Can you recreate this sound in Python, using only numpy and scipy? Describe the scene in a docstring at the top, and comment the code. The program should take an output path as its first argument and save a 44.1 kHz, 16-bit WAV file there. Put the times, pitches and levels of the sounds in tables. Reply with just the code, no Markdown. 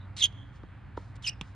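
"""A tennis player's rubber soles on an outdoor hard court, close to a small pair of microphones.
They scrape over the grit, stick and slip in two short squeaks and land with soft thumps and a slap.
Far off, a machine drones under the open-air wash; the fence and the trees return a faint echo."""
import sys
import numpy as np
from scipy import signal
from scipy.fft import rfft, irfft
from scipy.io import wavfile
from scipy.ndimage import uniform_filter1d

SR = 44100
rng = np.random.default_rng(int(sys.argv[2]) if len(sys.argv) > 2 else 0)


def master_out(mix):
    """Clip the mix to full scale and print it as 16-bit PCM to the path in sys.argv[1]."""
    frames = np.transpose(np.atleast_2d(mix))
    ceiling = np.clip(frames, -1, 1)
    pcm = np.round(ceiling * 32767).astype(np.int16)
    wavfile.write(sys.argv[1], SR, pcm)


N = 68355


def amp(db):
    """Decibels to gain."""
    return 10 ** (np.asarray(db) / 20)


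def unit(x):
    """Scales to rms 1."""
    return x / np.sqrt(np.mean(x ** 2) + 1e-20)


def clock():
    """Time of every sample in seconds."""
    return np.arange(N) / SR


def read(points, hz):
    """Reads a table on a log-frequency axis."""
    f, value = np.transpose(points)
    return np.interp(np.log(hz + 1), np.log(f + 1), value)


def colour(x, spectrum):
    """Filters by a spectrum, keeping the power of white noise."""
    gain = unit(amp(read(spectrum, np.fft.rfftfreq(2 * N, 1 / SR))))
    return irfft(rfft(x, 2 * N) * gain)[..., :N]


def wander(rate_hz):
    """Smooth random motion of rms 1."""
    hz = np.fft.rfftfreq(N, 1 / SR)
    return unit(irfft(rfft(rng.standard_normal(N)) / (1 + (hz / rate_hz) ** 4), N))


def fuzz(phase, width_hz):
    """Narrow noise around a running phase."""
    return wander(width_hz) * np.sin(phase) + wander(width_hz) * np.cos(phase)


def burst(start, decay_s, rise_s=.0006):
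    """Fast rise and exponential fall."""
    age = np.maximum(clock() - start, 0)
    return np.minimum(age / rise_s, 1) * np.exp(-age / decay_s)


def puff(start, spectrum, decay_s):
    """A short burst of coloured noise."""
    shape = burst(start, decay_s)
    hit = shape * colour(rng.standard_normal(N), spectrum)
    return hit * np.linalg.norm(shape) / np.linalg.norm(hit)


def ring(start, hz, decay_s):
    """A short damped tone."""
    return burst(start, decay_s) * np.sin(2 * np.pi * hz * (clock() - start))


def open_air():
    """Rumble and wash all around the court, with faint drifting patches."""
    spectrum = [(20, -26), (45, 0), (75, 3), (125, 1), (170, -7.5), (290, -14), (420, -22.5), (660, -21.5),
                (880, -19.5), (1700, -21), (2300, -28), (3300, -36.5), (4300, -40.5), (5600, -53),
                (8800, -51), (10500, -62.5), (15500, -79.5)]  # the wash: (frequency [Hz], relative level [dB])
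    likeness = [(30, 0.55), (100, 1), (500, 0.52), (1200, 0.94), (4000, 1), (9000, 0.42)]  # what both microphones share: (frequency [Hz], power share [0-1])
    level_db, patch_db = -49, 1.0
    hz, _, cells = signal.stft(rng.standard_normal((3, N)), SR, nperseg=512)
    patches = uniform_filter1d(rng.standard_normal(cells.shape[1:]), size=8, axis=0)
    patches = unit(uniform_filter1d(patches, size=14, axis=1))
    shared = np.clip(read(likeness, hz), 0, 1)[:, None]
    pair = np.sqrt(shared) * cells[0] + np.sqrt(1 - shared) * cells[1:]
    noise = signal.istft(pair * amp(patch_db * patches), SR, nperseg=512)[1][:, :N]
    return amp(level_db) * unit(colour(noise, spectrum))


def distant_machine():
    """Low tones from far off waver one by one and swell together."""
    tones = [(57, -56), (96, -51.5), (119, -54.5), (190, -65), (275, -70)]  # the drone: (frequency [Hz], level before the swell [dB])
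    swell = [(0, 2), (.1, 3), (.37, 5.5), (.55, -1.5), (.85, -4.5), (.95, 4.5), (1.42, -1), (1.55, -2)]  # its rise and fall: (time [s], gain [dB])
    pitch_waver, waver_db = .02, 2.5
    out = np.zeros(N)
    for hz, db in tones:
        level = amp(waver_db * wander(3.6))
        pitch = hz * (1 + pitch_waver * wander(9.8))
        out += amp(db) * unit(level * np.sin(2 * np.pi * np.cumsum(pitch) / SR))
    return out * amp(np.interp(clock(), *np.transpose(swell)))


def far_returns():
    """Soft swells of narrow noise, heard as smeared squeaks from the far surroundings."""
    # each return: (peak time [s], rise [s], fall [s], frequency [Hz], width [Hz], level [dB])
    returns = [(.015, .03, .04, 3750, 260, -67), (.39, .06, .08, 3270, 200, -63),
               (1.333, .01, .01, 5400, 240, -61), (1.318, .015, .02, 2700, 240, -53)]
    t, out = clock(), np.zeros(N)
    for peak, rise, fall, hz, width, db in returns:
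        shape = np.exp(-((t - peak) / np.where(t < peak, rise, fall)) ** 2)
        out += amp(db) * shape * fuzz(2 * np.pi * hz * t, width)
    return out


def court_echo(sound):
    """The fence and the trees scatter a faint echo back to both microphones."""
    decay = [(.004, 21.5), (.03, 4), (0.059, -10.5), (0.089, -11.5), (.16, -14.5), (.24, -23), (.45, -27),
             (0.801, -44.5)]  # reflections: (delay [s], relative level [dB])
    spectrum = [(100, 0.5), (1000, -0.5), (3200, -0.5), (5000, -3.5), (6300, -10), (7500, -5), (12000, -16)]  # their colour: (frequency [Hz], relative level [dB])
    level_db, crossfeed = -21.5, .36
    envelope = amp(np.interp(clock(), *np.transpose(decay), left=-120, right=-120))
    tail = colour(rng.standard_normal((2, N)), spectrum) * envelope
    tail = tail + crossfeed * tail[::-1]
    tail /= np.linalg.norm(tail[0])
    return amp(level_db) * signal.fftconvolve(sound[None], tail, axes=1)[:, :N]


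def scuffs():
    """Grainy friction noise while a sole slides over the grit."""
    # (start [s], rise [s], hold [s], release [s], level entering the hold [dB], level leaving it [dB])
    slides = [(0.163, 0.0039, 0.045, .006, -47.5, -37.5), (0.216, 0.0092, 0.03, .018, -37, -40),
              (0.523, .032, .008, .035, -71, -69.5), (0.963, 0.012, 0.039, 0.16, -67, -69.5),
              (1.152, 0.0059, 0.0077, .01, -62.5, -61), (1.22, 0.0042, 0.057, .005, -56.5, -49.5),
              (1.268, 0.004, 0.022, 0.0093, -46, -42.5), (1.403, .01, 0.066, 0.087, -76, -69.5)]
    grit = [(300, -17.5), (1000, -16.5), (1600, -9), (2500, -3.5), (4200, 1), (5500, -4), (8000, -5),
            (9200, -6.5), (10000, -29), (15500, -33.5)]  # colour of the scrape: (frequency [Hz], relative level [dB])
    grain_db = 2.5
    t, level = clock(), np.zeros(N)
    for start, rise, hold, release, first_db, last_db in slides:
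        corners = start + np.cumsum([0, rise, hold, release])
        level += np.interp(t, corners, [0, amp(first_db), amp(last_db), 0])
    grains = rng.standard_normal(N) * amp(grain_db * wander(510))
    return level * unit(colour(grains, grit))


def footsteps():
    """A sole slaps down and squeezes air out; the weight lands with a hollow thud and a low push."""
    # (time [s], squish [dB], slap [dB], thud [dB], push pitch [Hz], push [dB], push decay [s])
    footfalls = [(0.325, -60.5, -48.5, -57, 267, -49.5, 0.0036),
                 (0.6331, -49, -58, -44.5, 284, -36, 0.0026), (.972, -42, -46.5, -27, 266.4, -27.5, 0.0041),
                 (1.4118, -37.5, -24, -47.5, 144, -35, 0.0078)]
    slap_colour = [(200, 9), (600, -13.5), (1150, 5.5), (1800, -11), (2900, 1), (4500, -6), (8000, -15.5),
                   (9600, -21), (11000, -44), (15000, -60)]  # sole meeting the court: (frequency [Hz], relative level [dB])
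    thud_colour = [(60, -4.5), (160, -5.5), (330, 2), (500, -1), (680, -10), (900, -4), (1350, -12.5),
                   (2000, -33), (4000, -38.5), (9000, -63)]  # weight landing: (frequency [Hz], relative level [dB])
    squish_s, from_hz, to_hz = .00454, 2200, 865.7  # falling chirp of the escaping air
    t, out = clock(), np.zeros(N)
    for start, squish_db, slap_db, thud_db, push_hz, push_db, push_decay in footfalls:
        closing = np.clip((t - start) / squish_s, 0, 1)
        chirp_hz = from_hz * (to_hz / from_hz) ** closing
        squish = np.sin(np.pi * closing) * np.sin(2 * np.pi * np.cumsum(chirp_hz) / SR)
        out += amp(squish_db) * squish + amp(slap_db) * puff(start, slap_colour, decay_s=.002)
        landing = start + .0038
        shoe_pop = amp(1.5) * ring(landing, hz=945, decay_s=.0028)
        thud = puff(landing, thud_colour, decay_s=.0028) + shoe_pop
        out += amp(thud_db) * thud + amp(push_db) * ring(landing, push_hz, push_decay)
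    return out


def squeak(curve, rasp):
    """Rubber sticks and slips: an unsteady tone with overtones, a rasp around each and a bright fizz."""
    overtones = [(3, -12.5), (4, -30.5), (5, -38.5)]  # upper partials: (multiple of the pitch, level re the octave [dB])
    fizz_colour = [(3000, -20.5), (7000, -2.5), (9500, 2), (11500, -7.5), (15500, -16)]  # bright edge of the slips: (frequency [Hz], relative level [dB])
    edge_s, jitter, shimmer_db = .003, .02, -1
    fizz_db, fray_db = -25.5, -19  # against the tone
    loosening = .1  # dB more rasp for each dB that the grip is weaker
    t = clock()
    times, pitch, first_db, octave_db = np.transpose(curve)
    gate = np.clip(1 + np.minimum(t - times[0], times[-1] - t) / edge_s, 0, 1)
    hz = np.interp(t, times, pitch) * (1 + jitter * wander(257))
    phase = 2 * np.pi * np.cumsum(hz) / SR
    partials = [(1, first_db), (2, octave_db)] + [(k, octave_db + db) for k, db in overtones]
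    loose = np.interp(t, times, amp(loosening * (first_db.max() - first_db)))
    rough = loose * rasp
    tone_db = np.interp(t, times, (first_db + octave_db) / 2)
    out = amp(fizz_db + tone_db) * unit(colour(rng.standard_normal(N), fizz_colour))
    for k, db in partials:
        slip = np.sin(k * phase) + rough * fuzz(k * phase, width_hz=420)  # irregular slipping
        fray = loose * amp(fray_db) * fuzz(k * phase, width_hz=800)  # tread blocks slip out of step
        out += amp(np.interp(t, times, db)) * (slip + fray) / np.sqrt(1 + rough ** 2)
    return out * gate * unit(amp(shimmer_db * wander(240)))


def scene():
    """Shoes close by, the court around them, air and machine behind."""
    # stick-slip curves of the two squeaks: (time [s], pitch [Hz], fundamental [dB], octave [dB])
    first_grip = [(.182, 4250, -43, -67.5), (.2, 3850, -39, -63), (.22, 3436, -24.5, -49.5),
                  (.2235, 3336, -17, -32.5), (.235, 2978, -23.5, -28), (.241, 3310, -11.5, -22.5),
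                  (.246, 3318, -18.5, -21), (.25, 3192, -21, -40), (.257, 3120, -23, -30),
                  (.266, 3456, -35.5, -68)]
    second_grip = [(1.236, 3666, -59, -62), (1.244, 3116, -39.5, -66), (1.252, 3000, -33.5, -46.5),
                   (1.26, 3037, -38.5, -44), (1.27, 2839, -29, -36), (1.274, 2550, -43, -26),
                   (1.281, 2503, -30.5, -24.5), (1.287, 2548, -28.5, -27), (1.294, 2888, -35.5, -29),
                   (1.298, 2910, -28.5, -44)]
    shoes = squeak(first_grip, rasp=.19) + squeak(second_grip, rasp=.3) + scuffs() + footsteps()
    return shoes + court_echo(shoes) + far_returns() + open_air() + distant_machine()


def record(dry):
    """The small microphone pair: phase and level differ between the sides, and the top is cut."""
    lead = [(20, 0), (2250, 0), (2800, .85), (4100, 0), (4950, -.25), (5600, 1), (7000, 1.8), (9000, 2.75),
            (15000, 2.9)]  # phase between the microphones: (frequency [Hz], left lead [rad])
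    balance = [(60, -.6), (350, -2.4), (1100, -1.5), (1900, -.5), (2900, -5), (3600, -5), (4400, -.5),
               (5200, 1), (6500, .4), (15000, 0)]  # level between them: (frequency [Hz], left minus right [dB])
    hz = np.fft.rfftfreq(2 * N, 1 / SR)
    side = np.array([[.5], [-.5]])
    response = amp(side * read(balance, hz)) * np.exp(1j * side * read(lead, hz))
    heard = irfft(rfft(dry, 2 * N) * response)[:, :N]
    lowpass = signal.firwin(511, cutoff=15750, window=("kaiser", 9), fs=SR)
    return signal.oaconvolve(heard, lowpass[None], "same")


dry = scene()
out = record(dry)
master_out(out)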